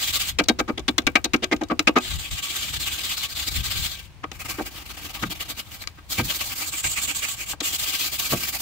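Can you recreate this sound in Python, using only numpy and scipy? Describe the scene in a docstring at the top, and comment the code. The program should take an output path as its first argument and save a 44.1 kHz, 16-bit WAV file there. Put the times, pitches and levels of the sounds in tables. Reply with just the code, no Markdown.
"""A hand wire brush scrubs a rusty steel frame outdoors in quick back-and-forth strokes.
Dense bristle clicks swell with each stroke, and faint drags trail some; they fizz and ring the steel.
The wooden back of the brush bangs on the frame in a fast series and bumps it again later, among faint
rustles and small ticks: noise bursts ring the same steel, heavy bumps add low thuds, all but thuds echo.
Low, lumpy noise is wind on the microphones, mostly the left one; a faint hiss is the far hush."""
import sys
import numpy as np
from scipy import signal
from scipy.fft import rfft, irfft, next_fast_len
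from scipy.io import wavfile
from scipy.ndimage import uniform_filter1d

SR = 44100
rng = np.random.default_rng(int(sys.argv[2]) if len(sys.argv) > 2 else 0)


def store_wav(level_fs):
    """Save 16-bit WAV to argv[1]."""
    pcm = np.round(np.clip(np.atleast_2d(level_fs), -1, 1) * 32767)
    wavfile.write(sys.argv[1], SR, pcm.T.astype(np.int16))


N = 379701


def gain_of(db):
    """Turns decibels into a factor for the sound pressure."""
    return 10 ** (np.asarray(db) / 20)


def evened(x):
    """Scales to a mean power of one."""
    return x / np.sqrt(np.mean(abs(x) ** 2) + 1e-20)


def read(points, hz):
    """Reads a curve between its points on a log-frequency axis."""
    f, value = np.transpose(points)
    return np.interp(np.log(hz + 1), np.log(f + 1), value)


def hump(hz, centre_hz, octaves):
    """A bell on a log-frequency axis."""
    return np.exp(-.5 * (np.log2((hz + 1) / centre_hz) / octaves) ** 2)


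def coloured(x, response):
    """Filters by a function of frequency, scaled to keep the power of white noise."""
    size = next_fast_len(x.shape[-1] + 8192)
    shape = evened(response(np.fft.rfftfreq(size, 1 / SR)))
    return irfft(rfft(x, size) * shape, size)[..., :x.shape[-1]]


def flutter(seconds, size=N):
    """Unit noise smoothed twice over a span, for slow random changes."""
    span = max(round(seconds * SR), 1)
    once = uniform_filter1d(rng.standard_normal(size), span)
    return evened(uniform_filter1d(once, span))


# How alike the two microphones hear: f/Hz, likeness (1 = the same, 0 = unrelated)
LIKENESS = [(60, 1), (180, 1), (380, 1), (600, 0.66), (1650, 0.18), (4970, 0.0089), (15000, 0.0)]


def paired(x):
    """Two microphones share the bass and differ in the treble."""
    size = next_fast_len(N)
    same = np.clip(read(LIKENESS, np.fft.rfftfreq(size, 1 / SR)), 0, 1)
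    left, other = rfft(x, size)
    right = same * left + np.sqrt(1 - same ** 2) * other
    return irfft(np.array([left, right]), size)[:, :N]


DIRECT_DB = -5  # sound that skips the modes, on the scale of the mode levels

# Ringing modes of the steel frame: f/Hz, width/Hz, relative level/dB
FRAME_MODES = [(169, 53, 1.5), (246, 21, 7.5), (300.6, 61, 9), (367.7, 7.6, -0.5), (500, 18.4, -1.5),
               (606, 36, -7), (697, 22, -3.5), (800, 235, 1), (1140, 47, 6.5), (1240, 52, 7.5),
               (1400, 64, -3), (1575, 40, 5.5), (2055, 490, -1), (2302, 48, -0.5), (2540, 34, -2.5),
               (2838, 52, -5), (2796, 120, -14), (3060, 43, -9), (3248, 54, -7), (3470, 75, -10.5),
               (3800, 32, -4.5), (4130, 760, -15.5), (4780, 71, -8)]


def steel(hz, place_db):
    """The frame's modes as resonances over a flat path; the place of contact favours some modes."""
    response = gain_of(DIRECT_DB)
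    for (f, width, db), extra_db in zip(FRAME_MODES, place_db):
        response = response + gain_of(db + extra_db) / (1 + 2j * (hz - f) / width)
    return response


PLACE_DB = 3  # spread of mode levels from place to place; blows use half of it


def along_frame(body, stroke, count=5):
    """Each stroke or drag lands on one of a few places, and each place favours other modes."""
    place = rng.integers(0, count, stroke.max() + 1)[stroke]
    out = np.zeros_like(body)
    for k in range(count):
        place_db = PLACE_DB * rng.standard_normal(len(FRAME_MODES))
        here = uniform_filter1d((place == k) * 1., 300)  # smooth change from place to place
        out += coloured(body * here, lambda f: steel(f, place_db))
    return out


LIFT_DB, LAND_DB = -110, -49  # relative fizz at lifting and landing
PEAKED, EARLY = 0.92, .89  # shape and lean of each swell
HALT_DB, HALT_S = -8, 0.01  # depth and half length of a dead stop
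GRAIN_DB, PATCH_DB = 1.5, 2.0  # spread of click sizes and of patches of colour
TUFT_DB = 1.3  # spread of each of two flutters, as tufts catch
STEADY, USUAL_DB = 0.19, -32  # steel loses 0.19 dB against the fizz per dB of fizz over usual
PULL_OCTAVES_PER_DB = -.05  # rows that ring the steel more also ring it lower
WANDER_OCTAVES, REGION_OCTAVES = .1, .22  # stray from row to row, and width, of the loudest region

# Strokes and the faint drags that trail some swipes: t/s at the start,
# relative fizz level/dB at its crest
STROKE_TIMES = [(0.0, -23), (0.066, -24), (0.121, -22.5), (0.187, -26.5), (0.248, -27), (0.325, -58),
                (1.998, -37), (2.18, -35), (2.234, -41), (2.301, -32.5), (2.357, -36), (2.417, -30.5),
                (2.481, -34), (2.535, -28.5), (2.6, -30.5), (2.671, -34), (2.718, -34), (2.788, -29.5),
                (2.851, -29.5), (2.907, -28), (2.973, -32.5), (3.026, -28), (3.088, -29), (3.162, -28),
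                (3.205, -30.5), (3.28, -35), (3.345, -30), (3.464, -27.5), (3.505, -29.5), (3.628, -29.5),
                (3.695, -28), (3.747, -27.5), (3.816, -28), (3.889, -35), (3.964, -41), (4.02, -50.5),
                (4.085, -66), (4.329, -47.5), (4.386, -33.5), (4.44, -37), (4.48, -27.5), (4.536, -39.5),
                (4.567, -39), (4.603, -42), (4.646, -35), (4.7, -41.5), (4.852, -41), (4.885, -37.5),
                (4.932, -43.5), (4.964, -37), (5.011, -35), (5.085, -37.5), (5.128, -33.5), (5.187, -36),
                (5.252, -40.5), (5.292, -30.5), (5.346, -44.5), (5.39, -32), (5.445, -45.5), (5.48, -30.5),
                (5.538, -50), (5.564, -33), (5.62, -46.5), (5.705, -38.5), (5.784, -39.5), (5.861, -56),
                (5.93, -62.5), (6.089, -23.5), (6.168, -26), (6.226, -25), (6.277, -24.5), (6.333, -23),
                (6.389, -26), (6.438, -26.5), (6.493, -29), (6.549, -27.5), (6.605, -27.5), (6.657, -29.5),
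                (6.712, -29.5), (6.766, -27.5), (6.825, -28), (6.89, -27), (6.955, -30.5), (7.011, -25),
                (7.068, -30.5), (7.136, -28.5), (7.21, -30.5), (7.276, -29.5), (7.361, -34), (7.452, -30),
                (7.619, -23), (7.718, -23.5), (7.779, -23.5), (7.853, -26), (7.918, -26.5), (7.983, -22.5),
                (8.109, -25.5), (8.175, -21), (8.23, -22), (8.29, -19.5), (8.356, -27), (8.404, -24.5),
                (8.463, -25), (8.521, -24.5), (8.576, -24)]
# The brush leaves the steel until the next stroke: t/s
LIFT_TIMES = [0.372, 4.16, 7.576, 8.64]
# Turns where the hand stops dead and the fizz drops briefly: t/s
HALT_TIMES = [0.121, 2.18, 2.301, 2.417, 2.788, 3.161, 3.28, 3.345, 3.504, 3.628, 4.387, 4.44, 4.7, 5.128,
              5.292, 5.644, 6.226, 6.388, 6.549, 6.712, 6.825, 7.136, 7.361, 7.452, 7.779, 8.109, 8.176,
              8.29, 8.521]
# How the brush is held: t/s, bristle ring relative level/dB, low scrape relative level/dB,
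# left over right level/dB, dip between swells level/dB, steel over fizz relative level/dB,
# extra steel on every other row and less on the rest level/dB,
# steel's loudest region f/Hz before it shifts
GRIP_CHANGES = [(0, 1, -4.5, 1, 8.5, 1.5, 0, 3570), (2, 8, 0, 2, 4.5, 4, -1.5, 3260),
                (2.998, 3.5, 0, 1.5, 8, 3, -1.4, 3510), (4, 1, -1.5, 3.5, 6.5, 1, -0.3, 3250),
                (4.3, 0, 17, 3, 10.5, -7.5, -0.8, 2480), (5.2, -4, 10.5, 1.5, 13, -0.5, 0.8, 3130),
                (5.9, 0.5, 10, 0.5, 11, -5.5, -0.5, 3380), (6.2, -2, 2.5, 1.5, 11.5, -2, 6, 3500),
                (6.6, -0.5, 8, 1.5, 4.5, -7, 4, 3130), (6.8, 12.5, 4.5, -1, 11, -0.8, 4, 3070),
                (7.2, 9.5, 4.5, -4.5, 8, 0.8, 6, 2860), (7.6, 5, 2, 3, 6.5, -3.5, 1.2, 2920),
                (8, -1, -0.5, 3, 6.5, -2, -0.1, 3330), (8.61, -2.5, 9.5, 1.5, 7, -8, 0.8, 2870)]
# Colour of bristle tips flicking over rust: f/Hz, relative level/dB (per Hz)
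FIZZ_COLOUR = [(2060, -28.5), (3500, -29), (4220, -3.5), (5650, -7.5), (7390, -1), (9240, -10),
               (11000, -11.5), (13300, -3.5), (15500, -4.5)]


def brush():
    """Dense bristle clicks swell in each stroke or drag and ring the steel under them."""
    events = list(STROKE_TIMES) + [(s, -np.inf) for s in LIFT_TIMES]
    start, crest_db = np.transpose(sorted(events))
    s, ring_db, scrape_db, pan_db, dip_db, steel_db, pull_db, region_hz = np.transpose(GRIP_CHANGES)
    off = np.isinf(crest_db)

    # loudness where one swell meets the next
    edge_db = (crest_db + np.roll(crest_db, 1)) / 2 - np.interp(start, s, dip_db)
    edge_db[np.roll(off, 1)], edge_db[off] = LAND_DB, LIFT_DB
    edge_db[0] = crest_db[0] - dip_db[0]
    crest_db[off] = USUAL_DB  # only a stand-in, muted below

    # rise and fall of each swell
    t = np.arange(N) / SR
    k = np.clip(np.searchsorted(start, t, "right") - 1, 0, len(start) - 2)
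    progress = np.clip((t - start[k]) / (start[k + 1] - start[k]), 0, 1) ** EARLY
    rest_db = edge_db[k] + progress * (edge_db[k + 1] - edge_db[k])
    swell = abs(np.sin(np.pi * progress)) ** PEAKED
    level_db = rest_db + swell * (crest_db[k] - rest_db)
    level_db += HALT_DB * sum(np.exp(-((t - halt) / HALT_S) ** 2) for halt in HALT_TIMES)

    # some tips snap harder, and rust flakes catch whole tufts
    clicks = rng.standard_normal((2, N)) * gain_of(GRAIN_DB * rng.exponential(1, N))
    clumps_db = TUFT_DB * (flutter(0.011) + flutter(0.0085))
    rubbing = evened(clicks) * gain_of(level_db + clumps_db) * ~off[k]
    hz, frames, z = signal.stft(rubbing, SR, nperseg=256, noverlap=192)
    hz = hz[:, None]

    # every other row rings the steel differently
    middle = start + np.append(np.diff(start), 0) / 2
    pull_db = np.interp(middle, s, pull_db) * (-1) ** np.arange(len(start))
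    steel_db = np.interp(middle, s, steel_db) + pull_db - STEADY * (crest_db - USUAL_DB)
    shift = PULL_OCTAVES_PER_DB * pull_db + WANDER_OCTAVES * rng.standard_normal(len(start))
    region_hz = np.interp(middle, s, region_hz) * 2 ** shift
    ring_db, scrape_db, pan_db = (np.interp(frames, s, c) for c in (ring_db, scrape_db, pan_db))

    # random patches of colour across pitch and time
    patch_noise = uniform_filter1d(rng.standard_normal(z.shape[1:]), 2, 0)
    patches = gain_of(PATCH_DB * evened(uniform_filter1d(patch_noise, 14, 1)))

    fizz_gain = gain_of(read(FIZZ_COLOUR, hz) + 3.5 + ring_db * hump(hz, 7600, 0.2))
    region = hump(hz, np.interp(frames, middle, region_hz), REGION_OCTAVES)
    scrape = gain_of(scrape_db - 18.0) * hump(hz, 1330, 2.7)
    body_gain = region + .5 * hump(hz, 3100, 0.69) + scrape
    side = gain_of(np.array([pan_db, -pan_db]) / 2)[:, None]
    body_gain = body_gain * gain_of(np.interp(frames, middle, steel_db) + 5.0) * side
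    fizz, body = (signal.istft(z * patches * g, SR, nperseg=256, noverlap=192)[1][:, :N]
                  for g in (fizz_gain, body_gain))
    return paired(fizz + along_frame(body, k))


CALM_DB = -47  # relative level of the breeze between gusts
SHARED_WIND = .5  # likeness of the buffeting at the two microphones
GUST_DB = 2.0  # lumpiness

# Gusts over the breeze: t/s at the top, relative level/dB, half length/s
GUST_TIMES = [(0.1, -47.5, 1), (0.798, -67, 0.27), (2.142, -35, 0.076), (2.333, -31, 0.025),
              (2.74, -40.5, 0.1), (3.573, -33, 0.093), (3.8, -36, 0.077), (4.42, -51, 0.2),
              (5.27, -47, 0.088), (6.248, -43, 0.047), (8.35, -35, 0.033)]
# Colour of the buffeting: f/Hz, relative level/dB (per Hz)
BUFFET_COLOUR = [(8.8, -39.5), (15, -20), (41, -4), (60, 4.5), (126, -5.5), (295, -27), (336, -22),
                 (500, -53), (650, -66), (1100, -120)]


def wind():
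    """Lumpy low pressure at the microphones, partly shared, stronger on the left."""
    t = np.arange(N) / SR
    left, other = coloured(rng.standard_normal((2, N)), lambda f: gain_of(read(BUFFET_COLOUR, f)))
    right = SHARED_WIND * left + np.sqrt(1 - SHARED_WIND ** 2) * other
    level = gain_of(CALM_DB)
    for s, db, half in GUST_TIMES:
        level = level + gain_of(db) * np.exp(-((t - s) / half) ** 2)
    lumps = level * gain_of(GUST_DB * flutter(0.01))
    return np.array([left, right]) * gain_of([[2.8], [-2.8]]) * lumps


# Colour of the distant outdoor hush: f/Hz, relative level/dB (per Hz)
HUSH_COLOUR = [(88, -48), (150, -5), (396, -16.5), (1020, -12.5), (1200, -17.5), (2360, -14.5),
               (10000, -30.5), (14000, -39), (15500, -30)]


def air():
    """A steady far hush, made of filtered noise."""
    hush = coloured(rng.standard_normal((2, N)), lambda f: gain_of(read(HUSH_COLOUR, f)))
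    return gain_of(-54.5) * paired(hush)


def surroundings(x):
    """Sparse echoes off the truck cab and the concrete, short and dull as treble dies sooner."""
    taps = np.zeros((2, 13000))
    at = np.arange(200, 12980, 20) + rng.integers(0, 20, (2, 639))
    np.put_along_axis(taps, at, rng.choice([-1., 1.], at.shape), 1)
    hz, t, z = signal.stft(taps, SR, nperseg=256)
    t60 = read([(300, 0.16), (2000, 0.089), (12000, 0.049)], hz)[:, None]  # f/Hz, time to fall 60 dB/s
    tail = signal.istft(z * gain_of(-60 * t / t60), SR, nperseg=256)[1]
    return signal.fftconvolve(x, tail / np.linalg.norm(tail[0]), axes=1)[:, :N]


def contact(t, rise, hold, t60):
    """Force of a contact: it builds to a spike, holds while the parts touch, then dies by 60 dB in t60."""
    spike = 1 + 0.00024 / (rise + 0.009) * np.exp(-abs(t - rise) / 0.0003)  # sharper for a quick rise
    build = np.clip(t / rise, 0, 1) ** 0.85
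    return spike * build * gain_of(-60 * np.maximum(t - rise - hold, 0) / t60)


BOOM_HZ, RING_OCTAVES = 378, .15  # centre of the boom; width of the ring's loudest region
ACCENT_DB, ACCENT_OCTAVES = 4, .04  # modes nearest that region move towards this level
KNOCK_LEFT_DB, LEFT_DB_PER_DOUBLED_RISE = 3.5, -0.55  # quick rises land further left
SHIVER_DB, RATTLE_DB = -33, 5  # shaken bristles under the rest, and their unevenness

# Blows of the brush's back, faint bristle rustles and small metal ticks: t/s, relative level/dB,
# rise/s (at least 0.0005 is played), contact/s (ring and crack take a part of it),
# low boom relative level/dB, crack relative level/dB, loudest region of the ring f/Hz
CONTACTS = [(0.386, -15.5, 0.0014, 0.021, -4.5, 0, 2480), (0.435, -50, 0.0044, 0.03, -8, 14, 4190),
            (0.485, -16, 0.001, 0.015, -4.5, 3.5, 3720), (0.587, -18, 0.014, 0.0029, -1, -4.5, 1240),
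            (0.676, -23, 0.013, 0.012, -0.7, -13.5, 1230), (0.775, -26.5, 0.0038, 0.0049, 0, -11, 3460),
            (0.791, -40.5, 0.0046, 0.01, -1, 6, 3500), (0.88, -14.5, 0.00069, 0.012, -7, -6.5, 3470),
            (0.981, -17, 0.00035, 0.0062, -10, 0.5, 3470), (1.018, -55, 0.001, 0.015, 8, 10, 2640),
            (1.067, -14, 0.0016, 0.012, -7, 0.5, 2320), (1.154, -15, 0.0014, 0.019, -6.5, -10, 2240),
            (1.242, -26, 0.0043, 0.014, -4.5, 9, 3950), (1.334, -17.5, 0.0022, 0.014, -3.5, -1.5, 2410),
            (1.361, -45, 0.0014, 0.0027, -8, 13.5, 2500), (1.422, -22.5, 0.016, 0.00096, 2, -14, 3160),
            (1.441, -21, 0.0016, 0.0023, -19, -1, 3400), (1.513, -17, 0.019, 0.0036, -0.5, -13.5, 1980),
            (1.563, -46, 0.002, 0.004, -3, 6, 3000), (1.609, -29, 0.012, 0.0053, 3.5, -11, 800),
            (1.635, -36.5, 0.00088, 0.0036, -10, 3, 3800), (1.685, -50, 0.001, 0.003, -16, 10, 4780),
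            (1.698, -24, 0.013, 0.012, 2.5, -28, 1200), (1.793, -12.5, 0.00047, 0.0045, -7, 1.5, 2500),
            (1.871, -12.5, 0.0022, 0.017, -7.5, -12, 2540), (1.955, -13, 0.022, 0.0017, -3, -18, 1240),
            (1.984, -29, 0.001, 0.0026, -8, 2.5, 2540), (4.231, -29, 0.0087, 0.0065, -5.5, -19, 1140),
            (4.315, -31.5, 0.0022, 0.0035, -6, -2, 3100), (4.583, -30.5, 0.0057, 0.017, 7.5, -20, 1560),
            (5.223, -25, 0.0075, 0.014, -6.5, -2.5, 1330), (5.818, -41, 0.00092, 0.0075, -30, -10, 2450),
            (5.838, -37, 0.00068, 0.0032, -29, -8, 2200), (5.873, -27, 0.00081, 0.0019, -25, -5, 5170),
            (5.973, -50, 0.0083, 0.019, -6, -12, 1270), (6.18, -25, 0.016, 0.0069, 1.5, -24, 910),
            (6.84, -24.5, 0.003, 0.013, -15, -8, 2350), (7.533, -31, 0.00095, 0.0011, -12, -18, 800),
            (7.603, -27.5, 0.0039, 0.0079, -7.5, 6, 3370), (8.318, -24.5, 0.013, 0.0092, 2, -23, 500)]
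# Colour of the crack before its tilt: f/Hz, relative level/dB (per Hz)
CRACK_COLOUR = [(2350, -15.5), (4000, -3.5), (4280, -10.5), (5430, -7.5), (6590, -5.5), (9000, -22),
                (15500, -25.5)]


def knocks():
    """Blows, rustles and ticks: chattering force booms, rings the frame, cracks and shakes bristles."""
    out, t = np.zeros((2, N + SR)), np.arange(8192) / SR
    mode_hz, _, mode_db = np.transpose(FRAME_MODES)
    for s, db, rise, hold, boom_db, crack_db, ring_hz in CONTACTS:
        rise, hold = max(rise, .0005), max(hold, 0)
        place_db = PLACE_DB / 2 * rng.standard_normal(len(FRAME_MODES))
        place_db += (ACCENT_DB - mode_db) * hump(mode_hz, ring_hz, ACCENT_OCTAVES)
        chatter = rng.standard_normal((4, 2, len(t))) * gain_of(2.9 * flutter(0.0056, size=len(t)))

        def boom_response(f):
            return steel(f, place_db) * (hump(f, BOOM_HZ, 0.64) + 0.49 * hump(f, 450, 1.0))

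        def ring_response(f):
            broad = 0.81 * hump(f, np.sqrt(2100 * ring_hz), 0.98)
            return steel(f, place_db) * (hump(f, ring_hz, RING_OCTAVES) + broad)

        def crack_response(f):  # a weaker crack is also duller
            return gain_of(read(CRACK_COLOUR, f) + 0.21 * crack_db * np.log2(f / 5000 + 1))

        # the boom comes late
        boom = coloured(chatter[0] * contact(t, rise + 0.0039, hold, 0.049), boom_response)
        ring = coloured(chatter[1] * contact(t, rise, hold * 0.74, 0.024), ring_response)
        crack = coloured(chatter[2] * contact(t, rise, hold * 0.043, 0.025), crack_response)
        rattle = gain_of(RATTLE_DB * flutter(0.0038, size=len(t)))
        shiver = coloured(chatter[3] * rattle * contact(t, rise, hold, 0.16),
                          lambda f: gain_of(read(FIZZ_COLOUR, f)))

        pan_db = KNOCK_LEFT_DB + LEFT_DB_PER_DOUBLED_RISE * np.log2(rise / 0.0017)
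        side = gain_of([[pan_db / 2], [-pan_db / 2]])
        touch = gain_of(boom_db) * boom + gain_of(SHIVER_DB) * shiver
        touch = touch + side * (ring + gain_of(crack_db) * crack)
        out[:, round(s * SR):][:, :len(t)] += gain_of(db) * touch
    return paired(out[:, :N])


THUD_OCTAVES, THUD_RISE_S, THUD_T60_S = 0.68, 0.0089, 0.24  # width, rise, time to fall 60 dB

# Heavy bumps shake the whole chassis: t/s, relative level/dB, f/Hz
HEAVY_BUMPS = [(5.222, -26.5, 149), (6.183, -20, 134), (6.849, -33, 70), (8.319, -26, 147)]


def thuds():
    """A low lump of noise that swells and dies, alike at both microphones."""
    out, t = np.zeros(N + SR), np.arange(16384) / SR
    for s, db, thud_hz in HEAVY_BUMPS:
        lump = coloured(rng.standard_normal(len(t)), lambda f: hump(f, thud_hz, THUD_OCTAVES))
        force = contact(t, THUD_RISE_S, 0, THUD_T60_S)
        out[round(s * SR):][:len(t)] += gain_of(db) * lump * force
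    return out[:N]


def scene():
    """Adds up the sources, with echoes of the knocks and the scrubbing."""
    hits, scrub = knocks(), brush()
    echoes = surroundings(gain_of(-21.5) * hits + gain_of(-15.0) * scrub)
    return hits + scrub + echoes + thuds() + wind() + air()


EDGE_HZ = 15740  # upper band limit

# Colour of the two microphones: f/Hz, left over right level/dB
MICROPHONE_LEAN = [(600, 2.5), (1200, -0.5), (2500, 1.5), (5000, 3.5), (9000, -4), (15000, -5)]


def record(dry):
    """The two microphones differ above the bass; loud peaks round off; then the band limit."""
    size = next_fast_len(N)
    hz = np.fft.rfftfreq(size, 1 / SR)
    lean_db = np.array([[.5], [-.5]]) * read(MICROPHONE_LEAN, hz) * (hz > 600)
    heard = np.tanh(irfft(rfft(dry, size) * gain_of(lean_db), size)[:, :N])
    low_pass = signal.firwin(1535, EDGE_HZ, window=("kaiser", 9), fs=SR)
    return signal.oaconvolve(heard, low_pass[None], "same")


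dry = scene()
out = record(dry)
store_wav(out)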